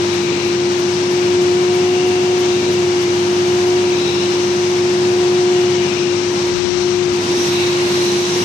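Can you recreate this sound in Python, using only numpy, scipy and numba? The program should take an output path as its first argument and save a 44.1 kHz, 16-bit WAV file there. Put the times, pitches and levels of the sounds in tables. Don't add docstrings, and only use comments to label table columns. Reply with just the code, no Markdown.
import sys
import numpy as np
from scipy import signal
from scipy.fft import rfft, irfft
from scipy.io import wavfile
from numba import njit

SR = 44100
rng = np.random.default_rng(int(sys.argv[2]) if len(sys.argv) > 2 else 0)


def wrap_up_sound(samples):
    columns = np.atleast_2d(samples).T
    tamed = np.clip(columns, -1, 1)
    steps = np.round(tamed * 32767).astype(np.int16)
    wavfile.write(sys.argv[1], SR, steps)


def voltage_ratio(level):
    return 10 ** (np.asarray(level, float) / 20)


N = 372204
T = np.arange(N) / SR
HZ = np.fft.rfftfreq(N, 1 / SR)
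FREE_HZ = 353


def in_time(table):
    s, *columns = np.transpose(table)
    return [np.interp(T, s, column) for column in columns]


def in_pitch(table):
    hz, value = np.transpose(table)
    return np.interp(np.log(HZ + 1), np.log(hz), value)


def shape(x, gain):
    return irfft(rfft(x) * gain, N)


def resonance(x, hz, width):
    y = shape(x, 1 / (1 + ((HZ - hz) / width) ** 2))
    return y / np.sqrt(np.mean(y ** 2))


def walk(rate):
    y = shape(rng.standard_normal(N), np.exp(-(HZ / rate) ** 2))
    return y / np.std(y)


def bell(s, length):
    return np.exp(-((T - s) / length) ** 2)


# time in seconds, shaft speed in Hz, level in dB.
MOTOR_SPEED = [(0.0, 353, -16.5), (0.4, 351, -17.5), (0.58, 353.6, -15.5), (1.04, 357, -16.5),
               (1.4, 357.7, -12.5), (2.16, 362.3, -14.5), (2.56, 357.8, -14.5), (3.12, 355.2, -15.5),
               (3.76, 359.5, -13.5), (4.08, 354, -17), (4.4, 356.5, -16), (5.56, 359.6, -12.6),
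               (5.9, 355.4, -14.5), (6.44, 354.7, -17), (7.0, 358, -13), (7.28, 353.4, -17),
               (8.1, 355.4, -16), (8.44, 356.6, -16)]
# time of the snap in seconds, depth of the sag in dB, how long it builds in seconds.
SNAPS = [
    (.43, 7, 0.027),
    (2.628, 9, 0.011),
    (2.7, 2, .02),
    (4.2, 0, 0.096),
    (5.99, 7, 0.068),
    (7.279, 9, .05),
    (8.3, 6.5, 0.046),
    (8.36, 7, .03),
    (8.46, 12, .03),
]
# time in seconds, treble loss in dB.
FINGER = [(0.0, 13), (0.24, 16), (2.0, 13.5), (3.44, 11), (4.8, 12), (5.6, 13.5), (6.08, 21.5), (6.3, 19),
          (6.48, 8), (6.57, 33), (6.7, 36), (6.84, 22), (7.04, 29), (7.2, 10), (7.48, -1.5), (7.8, 7.5),
          (7.92, -6), (8.44, -2)]


def motors():
    hz, db = in_time(MOTOR_SPEED)
    octave_db = -46 + 1.65 * (hz - FREE_HZ) + 1.3 * (db + 15)
    sag_db = sum(depth * np.exp(np.minimum(T - s, 0) / lead) * (T < s) for s, depth, lead in SNAPS)
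    db = db - sag_db
    lag = np.array([[0.], [.3]])
    turn = 2 * np.pi * np.cumsum(hz + .5 * walk(13.4)) / SR
    main = voltage_ratio(db + 0.13 * walk(34)) * np.sin(turn - lag)
    octave = voltage_ratio(octave_db + 0.78 * walk(25)) * np.sin(2 * turn - 3 * lag)
    second = voltage_ratio(db - 25.5 + 3.3 * walk(7.5)) * np.sin(1.067 * turn - lag)
    finger_loss_db = 14 * np.maximum(in_time(FINGER)[0] / 33.5, 0) ** 2.53
    return np.sqrt(2) * (main + octave + second) * voltage_ratio(-np.array([0 * T, finger_loss_db]))


# pitch in Hz, width in Hz.
SLOT = [
    (2320, 200),
    (2800, 160),
    (3950, 270),
    (5680, 420),
]
# level in dB, change in dB per Hz of motor speed.
SLOT_REST = [
    (-39, 0.3),
    (-41.5, 1.0),
    (-37, -1),
    (-35.5, -0.33),
]
# time in seconds, strength in dB, length in seconds, centre pitch in Hz.
OPENINGS = [(.36, 11.5, 0.3, 2700), (1.0, 4, 0.22, 5600), (1.2, 5.5, 0.18, 2500), (1.9, 3.5, 0.38, 2880),
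            (2.533, 13, 0.17, 4070), (2.96, 5.5, .3, 2500), (4.05, 12.5, 0.24, 3500),
            (4.305, 5, 0.26, 2913), (4.5, 5.5, 0.42, 5700), (5.914, 9.5, 0.29, 2500), (6.1, 7, 0.44, 5000),
            (6.75, 10.5, 0.24, 4500), (7.1, -6, .12, 4800), (7.4, 8, 0.16, 5600), (7.6, 11, 0.13, 3530),
            (7.8, 7.5, 0.22, 2800), (8.074, 12, 0.21, 4420), (8.4, 9, .15, 5700), (8.44, 6, 0.11, 2800)]


def nozzle():
    out = 0
    speed_up_hz = in_time(MOTOR_SPEED)[0] - FREE_HZ
    for (hz, width), (rest_db, db_per_hz) in zip(SLOT, SLOT_REST):
        db = rest_db + db_per_hz * speed_up_hz
        for s, open_db, length, centre_hz in OPENINGS:
            nearness = np.exp(-(np.log2(hz / centre_hz) / 0.54) ** 2)
            db = db + open_db * nearness * bell(s, length)
        turn = 2 * np.pi * np.cumsum(hz * (1 + .022 * walk(2.0))) / SR
        a, b = resonance(rng.standard_normal((2, 2, N)), 0, width)
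        ring = a * np.cos(turn) + b * np.sin(turn)
        out = out + ring * voltage_ratio(db + 1.2 * walk(11))
    return out


# pitch in Hz, likeness from -1 to 1.
LIKENESS = [(60, 0.81), (350, 0.94), (600, 0.48), (950, 0.18), (1300, -0.57), (1900, -0.11), (2800, 0.27),
            (4500, 0.074)]


def noise_pair():
    left, other = rng.standard_normal((2, N))
    like = np.clip(in_pitch(LIKENESS), -1, 1)
    right = shape(left, like) + shape(other, np.sqrt(1 - like ** 2))
    return np.array([left, right])


# time in seconds, strength in dB over the steady flow, length in seconds.
SLUGS = [(.42, 7, 0.17), (2.68, 10, 0.09), (4.153, 5.5, .25), (5.25, 3, .12), (5.501, -15, 0.11),
         (5.95, 7, 0.12), (6.705, 8, 0.065), (6.85, -12, .12), (7.358, 8, 0.12), (7.72, -8, .15),
         (8.4, 2, 0.22)]


def hose():
    db = -34.5 + sum(slug_db * bell(s, length) for s, slug_db, length in SLUGS)
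    return resonance(noise_pair(), 335, 125) * voltage_ratio(db + 0.52 * walk(25))


# pitch in Hz, level in dB per Hz.
AIR = [(30, -100), (60, -73.5), (120, -54.5), (165, -54), (300, -54), (550, -60), (1000, -57.5),
       (1700, -60), (3200, -60.5), (6200, -61.5), (7000, -68), (8700, -73), (9500, -79), (14500, -81.5)]


def air():
    rush = shape(noise_pair(), voltage_ratio(in_pitch(AIR)) * np.sqrt(SR / 2))
    bass = shape(rush, 1 / (1 + (HZ / 700) ** 4))
    treble = rush - bass
    return bass * voltage_ratio(.5 * walk(4.0)) + treble * voltage_ratio(0.5 * walk(16.0))


# pitch in Hz, width in Hz, level in dB.
HUM = [(100, .2, -36), (200, .5, -35), (134, 2.5, -41), (148, 1, -39), (185, 3, -42), (246, 1, -45),
       (525, 5, -48), (820, 3, -47), (941, .8, -45), (963, 1, -48), (2279, 4, -47)]


def hum():
    out = 0
    for hz, width, db in HUM:
        turn = 2 * np.pi * np.cumsum(hz + width * walk(3 + width)) / SR
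        out = out + np.sqrt(2) * voltage_ratio(db + 1.36 * walk(4.0)) * np.sin(turn)
    return np.array([out, out])


# time in seconds, level in dB, length in seconds.
RUBS = [
    (6.541, -24, .04),
    (6.642, -30, 0.044),
    (6.738, -29, .04),
    (6.813, -34, 0.049),
    (6.95, -36, .05),
    (7.11, -32, 0.043),
]


def finger_rubs():
    bells = sum(voltage_ratio(db) * bell(s, length) for s, db, length in RUBS)
    return bells * resonance(rng.standard_normal(N), 85, 52)


@njit
def one_pole(x, share):
    y, low = np.empty(len(x)), 0.
    for i in range(len(x)):
        low += share[i] * (x[i] - low)
        y[i] = low
    return y


# pitch in Hz, difference in dB.
RIGHT_PORT = [(100, 0), (1000, 0), (2100, -3.5), (4000, -0.5), (6000, -5.5), (8500, 4), (10000, 8),
              (14500, 5)]


def right_port(x):
    x = shape(x, voltage_ratio(in_pitch(RIGHT_PORT)))
    leak = np.minimum(voltage_ratio(-1.05 * in_time(FINGER)[0]), 1)
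    low = one_pole(x, 1 - np.exp(-2 * np.pi * 5200 * leak / SR))
    return low + leak * (x - low)


# pitch in Hz, left share, right share.
SURVIVING = [(6000, 1, 1), (8500, .97, .75), (9300, .2, .55), (11000, .2, .52), (11800, .04, .52),
             (12300, .004, .5), (14500, 0, .22), (14700, 0, 0)]


def treble_dropouts(x, size=1024, count=8):
    start = 422
    n, k = np.arange(2 * size)[:, None] + .5, np.arange(size) + .5
    window = np.sin(np.pi * n / size / 2)
    basis = np.sqrt(2 / size) * window * np.cos(np.pi / size * (n + size / 2) * k)
    padding = (2 * size - start, 2 * size + (start - N) % size)
    blocks = np.pad(x, ((0, 0), padding)).reshape(2, -1, size)
    z = np.concatenate([blocks[:, :-1], blocks[:, 1:]], axis=2) @ basis
    hz = k * SR / size / 2
    s = (start + size * (np.arange(z.shape[1]) - 1)) / SR

    mask_hz, *shares = np.transpose(SURVIVING)
    share = np.array([np.interp(hz, mask_hz, c) for c in shares])[:, None] + 0 * s[:, None]
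    loss_db = np.interp(s, *np.transpose(FINGER)) - 13
    height = np.maximum(np.log(hz / 11000), 0) / .28
    share[1] *= 1 + 3 * .012 * np.outer(loss_db, height)
    luck = rng.random((2, len(s) // 2 + 1, size // count))
    keep = np.repeat(np.repeat(luck, 2, axis=1)[:, :len(s)], count, axis=2) < share

    full_s = np.delete(.153 + .3203 * np.arange(12), 10)
    full = np.min(abs(s[:, None] - full_s), axis=1) < size / SR / 2
    lucky_bins = np.repeat(rng.random(size // count), count) < .8
    below_top = hz < rng.uniform(12800, 14700, (len(s), 1))
    keep |= full[:, None] & lucky_bins & below_top

    back = (z * keep) @ basis.T
    joined = (back[:, 1:, :size] + back[:, :-1, size:]).reshape(2, -1)
    return joined[:, size - start:][:, :N]


def scene():
    left, right = nozzle() + hose() + air() + hum()
    return np.array([left, right_port(right) + finger_rubs()]) + motors()


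def low_pass(x):
    return signal.sosfilt(signal.butter(12, 14540, fs=SR, output="sos"), x)


def record(dry):
    noisy = dry + voltage_ratio(-51.0) * rng.standard_normal(dry.shape)
    heard = shape(noisy, 1 / (1 + (35 / (HZ + 1)) ** 2))
    return low_pass(treble_dropouts(heard))


dry = scene()
out = record(dry)
wrap_up_sound(out)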